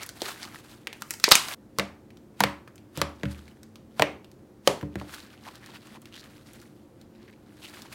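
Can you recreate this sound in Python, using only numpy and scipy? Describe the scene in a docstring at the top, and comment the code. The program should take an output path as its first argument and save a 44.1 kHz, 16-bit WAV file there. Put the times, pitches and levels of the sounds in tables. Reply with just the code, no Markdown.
"""Over a faint hum in a small, quiet room, hands fold and squeeze thick slime on a table: skin crackles,
then trapped air bursts in sharp pops, made of damped pings and noise. A cut at 1.548 s ends this scene.
In the next, fingers pull out of their holes with hollow plops that shake the table, and hands land on slime
and table. Last, the slime is stretched into a sheet: noise and tiny ringing clicks give its crackle,
while gliding strings of bubbles let air squeak out."""
import sys
import numpy as np
from scipy import signal
from scipy.fft import rfft, irfft, next_fast_len
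from scipy.io import wavfile

SR = 44100
rng = np.random.default_rng(int(sys.argv[2]) if len(sys.argv) > 2 else 0)


def store_wav(level_fs):
    """Save 16-bit WAV to argv[1]."""
    pcm = np.round(np.clip(np.atleast_2d(level_fs), -1, 1) * 32767)
    wavfile.write(sys.argv[1], SR, pcm.T.astype(np.int16))


N = 350149
TIME = np.arange(N) / SR  # seconds
CUT_S = 1.548  # a cut from the squeezing scene to the next one, in seconds

# Air pockets bursting between the palms. Each row: start in seconds, snap level in dB, snap pitch in Hz,
# snap length in cycles, pitch of the air pocket in Hz, pocket level in dB.
POPS = [(0.2189, -13, 3800, 6.6, 380, -25.5), (0.8715, -14, 2083, 3.9, 420, -35),
        (1.0211, -15.5, 3800, 2, 1200, -25), (1.2405, 8.5, 4080, 5.3, 2040, -1),
        (1.2803, -28, 1960, 3.3, 463, -15.5), (1.2892, -8.5, 4984, 4.2, 2519, -35),
        (1.3146, 2.5, 3900, 8, 1130, -7), (1.3184, 19, 3830, 4.5, 1001, -0.5),
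        (1.3538, 9, 7000, 4.9, 2520, -0.5)]
# A finger pulls out of its hole. Each row: the six columns of POPS, then the level in dB of the
# peeling that leads up to it, before the trims in sliding and peeling.
PLOPS = [(1.7863, -6.5, 3910, 2.7, 1040, -17.5, -65.5), (1.7965, -11, 3000, 2, 1948, -10.5, -65.5),
         (2.4054, -0.5, 3030, 1.54, 944, -9, -53), (2.4376, -1, 1900, 3.2, 980, -11, -56),
         (2.9746, -15.5, 3160, 0.93, 520, -27.5, -48.5), (3.016, -4.5, 3030, 3, 1000, -12, -43.5),
         (3.9961, -9.5, 2120, 3.4, 660, -13.5, -43), (4.0219, -2, 2178, 6.9, 501, -10, -43),
         (4.6747, 6, 2280, 1.17, 470, -8, -62.5)]
# The hand lands on slime and table. Each row: start in seconds, thump level in dB before the table's trim,
# softness of the contact as a low-pass in Hz, pat level in dB, pat pitch in Hz, trapped air pitch in Hz.
LANDINGS = [(3.2337, -18, 211, -18.5, 1590, 647), (3.255, -17.5, 125, -33, 1990, 1500),
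            (4.8288, -25, 250, -34.5, 1474, 450), (4.9562, -25, 346, -25, 1610, 322),
            (5.0138, -34.5, 300, -35, 1790, 650)]


def from_db(db):
    """Turn decibels into gain."""
    return 10 ** (np.asarray(db) / 20)


def rms_one(x):
    """Scale a sound to unit rms."""
    return x / np.sqrt(np.mean(x ** 2) + 1e-20)


def at_hz(points, hz):
    """Read a table between its points, on a log-frequency axis."""
    f, value = np.transpose(points)
    return np.interp(np.log(np.maximum(hz, 1)), np.log(f), value)


def butter(x, hz, kind, order=2):
    """Filter a sound with a causal Butterworth filter."""
    return signal.sosfilt(signal.butter(order, hz, kind, fs=SR, output="sos"), x)


def add(out, s, sound):
    """Mix a sound in at time s, in seconds."""
    i = max(int(round(s * SR)), 0)
    out[i:i + len(sound)] += sound[:max(N - i, 0)]


def drift(rate):
    """A smooth random curve of unit rms that heads for `rate` new values a second."""
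    knots = rng.standard_normal(N // 20)
    return rms_one(np.interp(TIME * rate, np.arange(len(knots)), knots))


def coloured(spectrum):
    """Noise of unit rms with the given spectrum."""
    size = next_fast_len(N)
    gain = from_db(at_hz(spectrum, np.arange(size // 2 + 1) * SR / size))
    return rms_one(irfft(rfft(rng.standard_normal(size)) * gain, size)[:N])


def ping(hz, cycles, rise=0, size=3000):
    """A damped oscillation of peak 1 that falls by 60 dB in so many cycles while its pitch may rise."""
    t = TIME[:size]
    age = np.minimum(t * hz / cycles, 4)
    phase = 2 * np.pi * np.cumsum(hz * (1 + rise * np.minimum(age, 1))) / SR
    onset = 1 - np.exp(-2 * np.pi * hz * t)
    wave = np.diff(np.sin(phase) * from_db(-60 * age) * onset, prepend=0)
    return wave / np.abs(wave).max()


def background():
    """Soft rumble of room air with a few hum lines that waver slightly in level and phase."""
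    # Each row: frequency in Hz, level in dB per Hz before scaling to unit rms.
    rumble_spectrum = [(15, -60.5), (25, -26.5), (53, -13.5), (92, -7.5), (123, -5.5), (170, -11),
                       (217, -5), (270, -9.5), (354, -7.5), (384, -12.5), (545, -18.5), (936, -25.5),
                       (1020, -27), (2760, -39), (16000, -47)]
    # Steady hum. Each row: frequency in Hz, middle level in dB rms.
    hum_lines = [(118.4, -75.5), (220.7, -63), (301.5, -65), (355.3, -70), (532.9, -71)]
    hum = np.zeros(N)
    for hz, db in hum_lines:
        level = from_db(db + 2.2 * drift(3.5)) * np.sqrt(2)
        hum += level * np.sin(2 * np.pi * hz * TIME + 1.4 * drift(4))
    return hum + from_db(-53) * coloured(rumble_spectrum)


def room_tails(build_s=.005, count=9):
    """Split the spectrum into overlapping bands, each with its own swell and decay of the room's answer."""
    # Each row: frequency in Hz, time in seconds for the room to fade by 60 dB.
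    fade_times = [(100, 4), (300, 0.06), (700, 0.42), (1500, 0.33), (4000, 0.31), (8000, 0.29),
                  (15000, 0.5)]
    # Each row: frequency in Hz, level in dB of the room's answer before the level set for each sound.
    answer_levels = [(100, 1), (300, 5), (600, -3.5), (1500, -2), (4000, -8), (8000, -8), (15000, -18)]
    t, freqs = TIME[:2 ** 14], np.arange(2 ** 13 + 1) * SR / 2 ** 14
    hz = np.geomspace(60, 15000, count)[:, None]
    shares = np.array([np.interp(freqs, hz[:, 0], own) for own in np.eye(count)])
    decay = np.exp(-np.log(1000) * t / at_hz(fade_times, hz)) * (1 - np.exp(-t / build_s))
    energy = np.sum(decay ** 2, axis=1, keepdims=True)
    return shares, from_db(at_hz(answer_levels, hz)) * decay / np.sqrt(energy)


def in_room(sound, room, near_db, room_db, near_s=0.0041, near_start_s=0.00044):
    """Direct sound, scatter off hands and table, and a diffuse tail; hands move, so paths are new each time."""
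    bands, decay = room
    t = TIME[:decay.shape[1]]
    near, far = rng.standard_normal((2, len(t)))
    near = butter(near * np.exp(-t / near_s) * (t > near_start_s), 5500, "low", order=1)
    tail = np.sum(irfft(rfft(far) * bands) * decay, axis=0)
    response = from_db(near_db) * np.sqrt(2 / (near_s * SR)) * near + from_db(room_db) * tail
    response[0] += 1  # direct sound
    return signal.fftconvolve(sound, response)


def table(level_db=-3.5, spread_db=4.5, low_share=0.22):
    """Each push or release rings the table's modes; a quicker contact reaches less far down."""
    # Ways the table top rings. Each row: frequency in Hz, relative level in dB, seconds to fade by 60 dB.
    modes = [(76.2, -5.5, 0.53), (120.6, -7, .2), (149.2, -5, 0.22), (197, -3, 0.29), (250, -15, 0.14),
             (295.2, -4, 0.33), (372.9, -6, 0.14), (469.8, -1, 0.087), (562, -4.5, 0.3)]
    out, t = np.zeros(N), TIME[:SR * 2 // 3]
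    hz, mode_db, t60 = np.transpose(modes)[:, :, None]
    # each plop tugs at the table, a louder one a little harder, through a 410 Hz low-pass
    tugs = [(s, -23 + 0.17 * pocket_db, 410) for s, *_, pocket_db, _ in PLOPS]
    for s, blow_db, soft_hz, *_ in [*tugs, *LANDINGS]:
        strength = from_db(mode_db + spread_db * rng.standard_normal(hz.shape))
        strength = strength * rng.choice([-1, 1], hz.shape)
        rings = strength * np.sin(2 * np.pi * hz * t) * np.exp(-np.log(1000) * t / t60)
        softened = butter(rings.sum(axis=0), soft_hz, "low")
        thump = butter(softened, low_share * soft_hz, "high", order=1)
        add(out, s, from_db(blow_db + level_db) * thump)
    return butter(out, 80, "high", order=4)


def squirts(per_s=420, cycles=9.8, spread_db=2.5, scatter=0.05):
    """Air escapes as a quick string of bubbles whose pitch glides as the gap narrows or opens."""
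    # Air squeezed through narrow gaps. Each row: start in seconds, length in seconds, first pitch in Hz,
    # last pitch in Hz, typical bubble level in dB at mid-string.
    gaps = [(5.46, 0.036, 870, 960, -39.5), (5.946, 0.034, 850, 1100, -46),
            (6.117, 0.11, 2580, 4630, -39.5), (7.275, 0.027, 1760, 1950, -47.5),
            (7.32, 0.025, 1950, 2230, -49.5), (7.618, 0.069, 2980, 2620, -37)]
    out = np.zeros(N)
    for s, length, start_hz, end_hz, db in gaps:
        # 64 possible bubbles, of which chance keeps about per_s a second
        for _ in range(64):
            phase, kept = rng.random(2)
            size, detune = rng.standard_normal(2)
            if kept < per_s * length / 64:
                hz = (start_hz + phase * (end_hz - start_hz)) * np.exp(scatter * detune)
                level = from_db(db + spread_db * size) * np.sqrt(np.sin(np.pi * phase))
                add(out, s + phase * length, level * ping(hz, cycles))
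    return out


def faint_ticks(per_s=4.1, spread_db=2.5, middle_hz=3800, spread_octaves=0.45):
    """Pressing or pulling sets off runs of ticks of chance size and pitch; gives (s, dB, Hz) rows."""
    # Each row: start in seconds, length in seconds, typical level in dB before the trim in ticks.
    runs = [(0.497, 0.89, -36.5), (2.64, 0.18, -36), (4.27, 0.072, -38), (5.705, 0.94, -36),
            (7.199, 0.15, -46.5)]
    for start, length, db in runs:
        count = max(int(round(per_s * length)), 1)
        for k, (size, detune) in enumerate(rng.standard_normal((count, 2))):
            s = start + length * (k + rng.random()) / count
            yield s, db + spread_db * size, min(middle_hz * 2 ** (spread_octaves * detune), SR / 4)


def ticks(room, cycles=3.4, level_db=1.0, fray_db=-21, fray_s=0.006, body_ratio=0.4, body_db=-12):
    """Tiny bursts: a short ping with a frayed noise edge and a softer, lower body; gives (s, sound) pairs."""
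    # Single larger bubbles and sticky threads snapping.
    # Each row: start in seconds, level in dB before the trim level_db, pitch in Hz.
    single_ticks = [(0.0326, -19.5, 5040), (0.0633, -20.5, 9300), (0.0911, -20.5, 3930),
                    (0.9292, -25.5, 2030), (1.1075, -9.5, 5630), (1.1383, -21, 4970), (1.1994, -23, 3900),
                    (1.311, -5, 4960), (2.105, -42.5, 1904), (2.1711, -41.5, 2870), (2.6764, -36, 1130),
                    (2.7801, -39.5, 2510), (3.4797, -39.5, 1814), (3.632, -33, 4260), (3.7573, -35, 2730),
                    (4.2454, -38.5, 2560), (4.8119, -32.5, 1470), (5.1452, -27.5, 3700),
                    (5.5553, -33, 3040), (5.6617, -32.5, 3690), (6.0185, -37, 7000), (6.1952, -45, 4200),
                    (6.534, -34, 6560), (7.014, -39.5, 3670), (7.8202, -28.5, 3720)]
    t = TIME[:SR // 100]
    for s, tick_db, hz in [*single_ticks, *faint_ticks()]:
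        body = from_db(body_db) * ping(body_ratio * hz, cycles, size=len(t))
        tick = ping(hz, cycles, size=len(t)) + body
        fray = from_db(fray_db) * rng.standard_normal(len(t)) * np.exp(-t / fray_s)
        yield s, in_room(from_db(tick_db + level_db) * (tick + fray), room, near_db=0.5, room_db=-0.5)


def swell(s, rise_s, fade_s, depth_db=17):
    """Gain that grows to 1 at time s and dies away, evenly in dB; if it peaks before the cut, it ends there."""
    away = np.maximum((s - TIME) / rise_s, (TIME - s) / fade_s)
    return from_db(-depth_db * np.minimum(away, 10)) * ((TIME < CUT_S) | (s > CUT_S))


def sliding(rise_share=0.42):
    """Gains of squelch and hiss: the long stretch, each change of grip, and the peeling before each plop."""
    # The slime is drawn out into a sheet, crackling less as it thins.
    # Each row: time in seconds, squelch level in dB, sticky hiss level in dB, both before trims.
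    stretch = [(5.24, -54.5, -70.5), (5.41, -56, -64.5), (5.47, -48.5, -54.5), (5.6, -57, -67),
               (5.76, -46.5, -59), (5.79, -59.5, -66), (5.96, -47.5, -57), (5.99, -66.5, -73.5),
               (6.18, -53, -62), (6.35, -60, -64), (6.56, -55, -58.5), (6.93, -79, -81), (7.02, -64, -74.5),
               (7.08, -74.5, -88), (7.23, -59.5, -80), (7.54, -82, -84)]
    # The hands change grip and slide over the slime. Each row: time of the peak in seconds,
    # length in seconds, squelch level in dB, sticky hiss level in dB, both before the trims in peeling.
    rubs = [(0.021, 0.092, -44, -50), (0.264, 0.19, -37.5, -38), (0.433, 0.25, -47.5, -50),
            (0.553, 0.16, -48, -49), (0.705, 0.32, -56.5, -57), (1.007, 0.32, -62, -58),
            (1.117, 0.28, -65, -51), (1.52, 0.3, -40.5, -39), (3.326, 0.36, -55, -56.5),
            (5.02, 0.17, -52, -58), (5.14, 0.26, -48.5, -50), (7.647, 0.18, -53.5, -52),
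            (7.76, 0.58, -54, -56), (7.93, 0.12, -56, -56)]
    s, wet_db, sticky_db = np.transpose(stretch)
    levels = (wet_db - 6, sticky_db - 2.5)
    power = np.array([from_db(np.interp(TIME, s, db, left=-np.inf, right=-np.inf)) ** 2 for db in levels])
    for s, length, wet_db, sticky_db in rubs:
        gain = swell(s, rise_share * length, (1 - rise_share) * length)
        power += (from_db([[wet_db], [sticky_db]]) * gain) ** 2
    # the skin peels ever louder until the finger is free
    for s, *_, peel_db in PLOPS:
        power += (from_db([[peel_db], [peel_db - 3]]) * swell(s, rise_s=0.036, fade_s=0.022)) ** 2
    return np.sqrt(power)


def grains(spectrum, per_s, size_db, cycles, patchy_db, count=20):
    """Countless micro-bubbles of `count` pitches burst in clumps: random clicks ring resonators; unit rms."""
    sizes = from_db(size_db * np.minimum(rng.exponential(1, N), 4.5)) * rng.choice([-1, 1], N)
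    clicks = sizes * (rng.random(N) < per_s / SR)
    dealt, out = rng.integers(0, count, N), np.zeros(N)  # each click is dealt to one pitch
    for k, hz in enumerate(np.geomspace(spectrum[0][0], min(spectrum[-1][0], SR / 3), count)):
        r = np.exp(-np.log(1000) * hz / (cycles * SR))
        resonator = [1, -2 * r * np.cos(2 * np.pi * hz / SR), r * r]
        rings = signal.lfilter([1, 0, -1], resonator, clicks * (dealt == k) + 1e-18)
        out += rms_one(rings) * np.sqrt(hz) * from_db(at_hz(spectrum, hz) + patchy_db * drift(35))
    return rms_one(out)


def peeling(squelch_db=2.0, hiss_db=-4.5, wet_smooth_db=-3, hiss_smooth_db=-1, slip_db=2.5, slips_per_s=70):
    """Wet crackle and a finer sticky hiss over smooth friction; skin sticks and slips in quick bursts."""
    # Wet squelch. Each row: frequency in Hz, relative level in dB per Hz.
    wet_spectrum = [(300, -8.5), (700, -1), (1150, 1), (1600, 2.5), (2300, -1.5), (4500, -3), (6500, -21.5)]
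    # Sticky hiss. Each row: frequency in Hz, relative level in dB per Hz.
    sticky_spectrum = [(3000, -9), (5000, 0), (8000, 0.5), (12000, -2.5), (16000, -7.5)]
    wet, sticky = sliding()
    squelch = grains(wet_spectrum, per_s=2000, size_db=3.5, cycles=11.0, patchy_db=4.5)
    squelch += from_db(wet_smooth_db) * coloured(wet_spectrum)
    hiss = grains(sticky_spectrum, per_s=3100, size_db=2.5, cycles=9.9, patchy_db=1.0)
    hiss += from_db(hiss_smooth_db) * coloured(sticky_spectrum)
    squelch = wet * from_db(squelch_db) * butter(squelch, 280, "high")
    hiss = sticky * from_db(hiss_db) * butter(hiss, 4200, "high")
    return (squelch + hiss) * from_db(slip_db * drift(slips_per_s))


def thuds(thud_hz=190, cycles=5.0, level_db=-39):
    """The slime slumps into each burst pocket with a dull thud; gives (s, sound) pairs."""
    for s, snap_db, *_ in POPS:
        yield s, from_db(snap_db + level_db) * ping(thud_hz, cycles)


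def holes(room, hole_hz=573, cycles=2.9, level_db=-7, delay_s=0.002034):
    """The finger-wide hole left open rings with one hollow note after each plop; gives (s, sound) pairs."""
    for s, *_, pocket_db, _ in PLOPS:
        note = from_db(pocket_db + level_db) * ping(hole_hz, cycles)
        yield s + delay_s, in_room(note, room, near_db=4.0, room_db=-1.0)


def pats(cycles=5, pocket_db=-30):
    """Skin pats the slime with a short snap and traps a little air; gives rows like those of POPS."""
    return [(s, pat_db, pat_hz, cycles, air_hz, pocket_db) for s, _, _, pat_db, pat_hz, air_hz in LANDINGS]


def pops(room, pocket_cycles=6.4, rise=0.09, overtone=2.2, overtone_db=-7,
         tear_db=-20, tear_s=0.0016, creak_db=-44, creak_s=0.012):
    """A pocket's skin strains and snaps; the air behind rings in two modes; gives (s, sound) pairs."""
    t = TIME[:SR // 16]
    for s, snap_db, snap_hz, snap_cycles, pocket_hz, pocket_db, *_ in [*POPS, *PLOPS, *pats()]:
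        tear, creak = butter(rng.standard_normal((2, len(t))), 840, "high", order=1)
        snap = ping(snap_hz, snap_cycles, size=len(t)) + from_db(tear_db) * tear * np.exp(-t / tear_s)
        low_mode = ping(pocket_hz, pocket_cycles, rise, size=len(t))
        high_mode = ping(overtone * pocket_hz, pocket_cycles, rise, size=len(t))
        pocket = low_mode - from_db(overtone_db) * high_mode
        # the strain grows until the moment of the snap
        strain = butter(creak, 5000, "low", order=1) * np.exp((t - t[-1]) / creak_s)
        yield s - t[-1], from_db(snap_db + creak_db) * strain
        yield s, in_room(from_db(snap_db) * snap, room, near_db=-1.5, room_db=-5.5)
        yield s, in_room(from_db(pocket_db) * pocket, room, near_db=0.5, room_db=-4.5)


def scene():
    """A cut at CUT_S ends the squeezing scene, room tails and all; the next scene follows over the same hum."""
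    bursts, room = np.zeros(N), room_tails()
    for s, sound in [*pops(room), *thuds(), *holes(room), *ticks(room)]:
        if s < CUT_S:
            sound = sound[:int((CUT_S - s) * SR)]
        add(bursts, s, sound)
    return (bursts + squirts() + peeling() + table() + background())[None]


def record(dry):
    """The loudest pops overload, one side of the wave sooner, which adds a low thud; the top is cut."""
    overloaded = butter(np.clip(dry, -1, .82), 20, "high", order=1)
    return signal.sosfilt(signal.ellip(10, .1, 85, 16200, fs=SR, output="sos"), overloaded)


dry = scene()
out = record(dry)
store_wav(out)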